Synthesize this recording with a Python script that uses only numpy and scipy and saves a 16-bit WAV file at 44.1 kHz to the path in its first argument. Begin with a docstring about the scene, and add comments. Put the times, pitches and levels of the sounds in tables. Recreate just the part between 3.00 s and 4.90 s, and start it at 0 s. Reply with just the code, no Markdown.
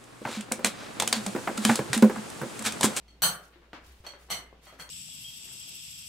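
"""A bare, lively room, a couple of metres from a phone: chopsticks and dishes are set down on a table.
Each contact is a short clatter of a crack and its bounces. Clinks also ring a dish, built from fading
sines, and boom the table top; short taps knock a body instead. Shaped noise makes the room's answer,
the rustling sleeve and the quiet room tone. Soft thumps through the floor and a low hum are sines."""
import sys
import numpy as np
from scipy import signal
from scipy.fft import rfft, irfft
from scipy.io import wavfile
from scipy.ndimage import uniform_filter1d

SR = 44100
rng = np.random.default_rng(int(sys.argv[2]) if len(sys.argv) > 2 else 0)


def inscribe(sig):
    """Save sig as 16-bit PCM at rate SR to the path in sys.argv[1].

    A 1-D sig is mono; a 2-D sig holds one channel per row.
    Samples are clipped to [-1, 1] before scaling.
    """
    pcm = np.round(np.clip(np.atleast_2d(sig).T, -1, 1) * 32767)
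    wavfile.write(sys.argv[1], SR, pcm.astype(np.int16))


N = 83790  # samples in the scene
SIZE = 32768  # samples worked out for each contact
FREQ = np.maximum(np.arange(SIZE // 2 + 1) * SR / SIZE, 1)  # Hz
ALIKE_HZ, BASS_WIDTH = 1240, 0.18  # below this pitch left and right are nearly the same


def undb(db):
    """Turn decibels into a plain multiplier."""
    return 10 ** (np.asarray(db) / 20)


def level(x, db):
    """Scale a sound to a given average (RMS) level."""
    return x * undb(db) / np.sqrt(np.mean(x ** 2))


def curve(hz, at_hz, values):
    """Join points with straight lines on a log-frequency axis."""
    return np.interp(np.log(hz), np.log(at_hz), values)


def stereo(count):
    """Spectra of left and right noise: a shared part plus an opposed part that shrinks in the bass."""
    hz = np.arange(count // 2 + 1) * SR / count
    mid, side = rfft(rng.standard_normal((2, count)))
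    wide = np.maximum(hz / np.hypot(hz, ALIKE_HZ), BASS_WIDTH)
    opposed = np.array([[1], [-1]]) * wide * side
    return (mid + opposed) / np.sqrt(1 + wide ** 2)


def walk(rate):
    """A wandering control: random levels, rate of them per second, smoothed; its spread is 1."""
    hold = int(SR / rate)
    steps = np.repeat(rng.standard_normal(N // hold + 1), hold)
    smooth = uniform_filter1d(uniform_filter1d(steps, hold), hold)[:N]
    return smooth / np.std(smooth)


def coloured(points, flicker_db, rate):
    """Stereo noise with a given spectrum; each octave flickers on its own."""
    hz = np.maximum(np.arange(N // 2 + 1) * SR / N, 1)
    octaves = 60 * 2. ** np.arange(9)
    noise = stereo(N) * undb(curve(hz, *np.array(points).T))
    total = 0
    for k in range(9):
        band = irfft(noise * curve(hz, octaves, np.arange(9) == k), N)
        total = total + undb(flicker_db * walk(rate)) * band
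    return total


# colour of the room tone: pitch_hz, relative level_db (per Hz)
TONE_COLOUR = [(30, -7), (60, -14), (130, -10), (350, -10.5), (800, -17), (1500, -22.5), (3000, -22),
               (6000, -31), (16000, -42)]
TONE_DB, TONE_FLICKER_DB, TONE_FLICKER_PER_S = -63, 1.0, 8


def room_tone():
    """Steady, quiet noise, strongest in the lows."""
    return level(coloured(TONE_COLOUR, TONE_FLICKER_DB, TONE_FLICKER_PER_S), TONE_DB)


HUM_HZ, HUM_DB = 59, -58
HUM_WAVER_DB, HUM_WAVER_PER_S = 2, 10


def hum(t):
    """A low sine, the same on both sides, whose level wavers and whose phase drifts a little."""
    loudness = undb(HUM_DB + HUM_WAVER_DB * walk(HUM_WAVER_PER_S))
    return loudness * np.sin(2 * np.pi * HUM_HZ * t + .5 * walk(7))


# soft thumps through the floor: start_s, level_db, pitch_hz, fade_s (time to fall by 60 dB)
FLOOR_THUMPS = [(0.865, -49, 67, 0.46), (1.003, -40.5, 73.3, 0.073)]


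def floor_thumps(t):
    """Low sines that start at once and die away, the same on both sides."""
    total = 0
    for start, db, hz, fade in FLOOR_THUMPS:
        ago = np.maximum(t - start, 0)
        fading = undb(db) * np.exp(-np.log(1000) * ago / fade)
        total = total - fading * np.sin(2 * np.pi * hz * ago)
    return total


# swells of the sleeve: peak_s, level_db, rise_s (bell-shaped), fall_s (time to fall to 37 %)
SLEEVE_SWELLS = [(.455, -59.5, 0.06, 0.048), (0.864, -58.5, 0.034, 0.15), (1.225, -60.5, 0.031, 0.06),
                 (1.647, -55.5, 0.021, 0.072), (1.818, -46.5, 0.021, 0.013)]
# colour of the cloth: pitch_hz, relative level_db (per Hz)
CLOTH_COLOUR = [(300, -20), (1000, -1.5), (3000, -0.5), (6000, -3.5), (10000, -6), (15000, -10.5)]
CLOTH_GRAIN_DB, CLOTH_GRAIN_PER_S = 2.5, 170


def sleeve_rustles(t):
    """Grainy cloth hiss that swells and fades."""
    shape = 0
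    for peak, db, rise, fall in SLEEVE_SWELLS:
        rising = np.exp(-((t - peak) / rise) ** 2)
        falling = np.exp(-np.abs(t - peak) / fall)
        shape = shape + undb(db) * np.where(t < peak, rising, falling)
    return shape * level(coloured(CLOTH_COLOUR, CLOTH_GRAIN_DB, CLOTH_GRAIN_PER_S), 0)


# the room's answer: pitch_hz, fade_s (to fall by 60 dB), build_s, level_db (before each hit's room_db)
ROOM_BANDS = [(170, 0.43, 0.014, 4.5), (400, 0.58, .01, 7.5), (770, 0.4, 0.0027, 9.5),
              (1600, 0.45, .006, 12.5), (3460, 0.26, 0.011, 13), (6400, 0.23, 0.012, 15),
              (12000, 0.25, .003, 11)]


def room():
    """Spectrum of the echoing room: noise that builds up and dies away band by band."""
    t, noise = np.arange(SIZE) / SR, stereo(SIZE)
    centres = [band[0] for band in ROOM_BANDS]
    tail = 0
    for k, (hz, fade, build, db) in enumerate(ROOM_BANDS):
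        shape = (1 - np.exp(-t / build)) * np.exp(-np.log(1000) * t / fade)
        band = irfft(noise * curve(FREQ, centres, np.arange(len(centres)) == k))
        tail = tail + band * level(shape, db) / np.sqrt(SIZE)
    return rfft(tail)


def mode(hz, fade):
    """Spectrum of one sine of unit energy that falls by 60 dB in fade seconds (at least 5 ms)."""
    rate = np.log(1000) / max(fade, .005)
    resonance = (rate + 2j * np.pi * FREQ) ** 2 + (2 * np.pi * hz) ** 2
    return np.sqrt(rate / SR) * SR * 4 * np.pi * hz / resonance


# centres of the bass, middle, presence and treble bands of a contact: pitch_hz
BANDS_HZ = [550, 1600, 4200, 10000]
BOUNCE_DB, BOUNCE_SCATTER_DB = -3, 4
RING_BOUNCE = .35  # share of the ring that the bounces drive
RING_ROOM_DB = -8  # rings reach the walls weaker than cracks


def add_contact(out, start, db, bands_db, pan_db, length, room_db, crack, ring, boom=0):
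    """One contact and a fading run of uneven bounces crack and ring; the room answers."""
    chance = rng.standard_normal((16, 3))
    when = np.r_[0, np.cumsum(np.abs(chance[1:, 0]))] / 5  # in clatter lengths
    size = undb(BOUNCE_DB + BOUNCE_SCATTER_DB * chance[:, 1]) * np.sign(chance[:, 2]) * np.exp(-when)
    size[0] = 1  # the first contact
    delays = np.exp(-2j * np.pi * FREQ * length * when[:, None])
    run = (size[:, None] * delays).sum(axis=0) / np.sqrt(np.sum(size ** 2))

    direct = run * (crack + boom) + (1 - RING_BOUNCE + RING_BOUNCE * run) * ring
    to_walls = crack + undb(RING_ROOM_DB) * ring + boom
    heard = direct + undb(room_db) * to_walls * room()

    per_hz_db = np.array(bands_db) - 10 * np.log10(np.array(BANDS_HZ) / SR)
    bass_cut = FREQ ** 2 / (FREQ ** 2 + 120 ** 2)
    tint = undb(curve(FREQ, BANDS_HZ, per_hz_db)) * bass_cut
    pad = .01  # seconds of space ahead of the contact
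    sides = undb(db + np.array([[pan_db], [-pan_db]]) / 2)
    sound = irfft(heard * tint * np.exp(-2j * np.pi * FREQ * pad)) * sides
    i = int((start - pad) * SR)
    n = min(SIZE, N - i)
    out[:, i:i + n] += sound[:, :n]


# short taps: most knock a dull body, the last two are bright, high ticks. Columns:
# start_s, level_db (before TAP_DB), then bass_db, middle_db, presence_db, treble_db (tint),
# pan_db (left over right), body_hz, body_db (against the crack), clatter_s (bounces fade to 37 %),
# room_db (added to the room's answer)
TAPS = [(0.525, -58.5, -16, 1.5, -3, -38.5, 4, 400, -14, 0.0043, -2),
        (.559, -46, -8, -8, -24, -36, 4, 350, -5, .002, -8),
        (.62, -49, -9, -5, -18, -33, 3, 500, -14, .002, -5),
        (0.732, -32, -5.5, -4.5, -13.5, -31, 2, 326, -13.5, .004, -7),
        (0.895, -54.5, -25, -8, -14, -39, 18, 400, -7, 0.00046, -5),
        (1.041, -47, -7, -6.5, -14.5, -25, 5.5, 594, -11.5, 0.0036, 5.5),
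        (1.136, -39.5, -4.5, -5, -15.5, -53, 4.5, 577, -11.5, 0.00222, -8),
        (1.287, -45, -7, -9, -20, -30, 4, 500, -14, .005, 0),
        (1.528, -54.5, 9, -1, -36, -49.5, 6, 445, -22, 0.00378, -9.5),
        (1.727, -38.5, -8.5, -15.5, -21, -35, 2.5, 673, -14.5, 0.0031, -3.5),
        (1.791, -41, -9.5, -2, -31, -16, 1.5, 605, -11.5, 0.0051, -1.5),
        (1.823, -39, -20, -7, -34, -11, 3, 9300, 3, 0.00091, -5.5),
        (1.892, -38.5, -21, -20, -8, -18, 3, 6800, 4, 0.0031, -5)]
TAP_DB, BODY_CYCLES = 14.5, 44  # a body falls by 60 dB in this many cycles, or 5 ms if longer


def taps():
    """Each tap cracks and knocks a body that gives one short note."""
    out = np.zeros((2, N))
    for start, db, low, mid, pres, top, pan, hz, body_db, length, room_db in TAPS:
        body = undb(TAP_DB + body_db) * mode(hz, BODY_CYCLES / hz)
        add_contact(out, start, db, (low, mid, pres, top), pan, length, room_db, undb(TAP_DB), body)
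    return out


# contacts that ring a dish: start_s, level_db (before CRACK_DB and RING_DB), then bass_db, middle_db,
# presence_db, treble_db (tint), pan_db (left over right), boom_db (table top, before the level and
# tint), clatter_s (bounces fade to 37 %), room_db (added to the room's answer)
PLATE_HITS = [(.2205, -11, -26, -22, -19.5, -14, 0, 0.5, 0.0026, 2),
              (.236, -11, -18, -17.5, -22.5, -11, 1, -0.5, .0035, -2)]
BOWL_HITS = [(1.299, -31, -18, -17, -14, -32, -1, 5.5, 0.0027, 3.5),
             (1.303, -17.5, -16.5, -19.5, -18, -17.5, -0.17, -9.5, 0.011, 2.5)]
CUP_HITS = [(.081, -44.5, -32, -18, -9.5, -21, 1.5, 4, .006, -5),
            (1.066, -29.5, -11.5, -17, -3.5, -14.5, -2, -12, 0.011, -9),
            (1.669, -38, -15, -11, -15, -20.5, 0.5, -2, .006, -1.5),
            (1.798, -32, -17, -12, -8, -14.5, -0.5, 6.5, 0.01, -5.5)]
# notes that each dish rings with: pitch_hz
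PLATE_HZ = [735, 1135, 1431, 3058, 3190, 4306, 4888, 5873, 6471, 8000, 9443, 9493, 10510, 11850, 13500,
            14820]
BOWL_HZ = [715, 1163, 2090, 3035, 4240, 4400, 4613, 5903, 6261, 7747, 8027, 8802, 10310, 11880, 14800]
CUP_HZ = [600, 726, 1330, 2000, 3243, 4300, 4382, 5850, 8236, 9000, 10650, 11890, 14600]
# strength of those notes, in the same order: level_db (before RING_DB), fade_s (to fall by 60 dB)
PLATE_NOTES = [(-5.5, 0.017), (-6.5, 0.083), (-3.5, 0.033), (-0.5, 0.053), (-2, 0.043), (3.5, 0.04),
               (-23.5, 0.13), (-5.5, 0.054), (-7.5, 0.12), (0, 0.023), (-3.5, 0.15), (0, 0.12), (-13, 0.15),
               (-2, 0.027), (-6, 0.0316), (-6.5, 0.023)]
BOWL_NOTES = [(-8.5, 0.027), (-7.5, 0.021), (-4.5, 0.054), (-1.5, 0.059), (-1, 0.039), (-2, 0.094),
              (-12.5, 0.052), (-2.5, 0.02), (-42, 0.12), (-30, 0.14), (-2.5, 0.083), (-5.5, 0.055),
              (-6, 0.017), (-2, 0.024), (-20.5, 0.049)]
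CUP_NOTES = [(-8.5, 0.12), (-5.5, 0.013), (-5.5, 0.016), (-6, .04), (-4.5, 0.11), (-5.5, .08),
             (-0.5, 0.062), (-7.5, 0.019), (-4, 0.013), (-6, 0.07), (-11.5, 0.021), (-7.5, 0.038),
             (-10.5, .03)]
RING_DB, CRACK_DB = 6, 3
BLUR, BLUR_DB = .2, -3  # each note has a broad skirt that dies in this share of its time
TABLE_HZ, TABLE_FADE_S = 175.7, 0.051  # boom of the table top


def dish_ring(pitches, notes, share):
    """A dish rings with many fading notes at once, alternating in sign; share scales their fades."""
    total = 0
    for k, (hz, (db, fade)) in enumerate(zip(pitches, notes)):
        total = total + (-1) ** k * undb(db) * mode(hz, fade * share)
    return undb(RING_DB) * total


def dish_clinks():
    """Each clink cracks, rings its dish and booms the table top."""
    out = np.zeros((2, N))
    table = mode(TABLE_HZ, TABLE_FADE_S)
    dishes = ((PLATE_HITS, PLATE_HZ, PLATE_NOTES), (BOWL_HITS, BOWL_HZ, BOWL_NOTES),
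              (CUP_HITS, CUP_HZ, CUP_NOTES))
    for hits, pitches, notes in dishes:
        ring = dish_ring(pitches, notes, 1)
        crack = undb(CRACK_DB) + undb(BLUR_DB) * dish_ring(pitches, notes, BLUR)
        for start, db, low, mid, pres, top, pan, boom_db, length, room_db in hits:
            boom = undb(boom_db) * table
            add_contact(out, start, db, (low, mid, pres, top), pan, length, room_db, crack, ring, boom)
    return out


def scene():
    """Add up all layers, from the background to the dishes."""
    t = np.arange(N) / SR
    background = room_tone() + hum(t) + floor_thumps(t)
    return background + sleeve_rustles(t) + taps() + dish_clinks()


TOP_HZ = 15700


def record(dry):
    """The phone cuts the top: a steep low-pass filter."""
    return signal.sosfilt(signal.ellip(10, .2, 70, TOP_HZ, fs=SR, output="sos"), dry)


dry = scene()
out = record(dry)
inscribe(out)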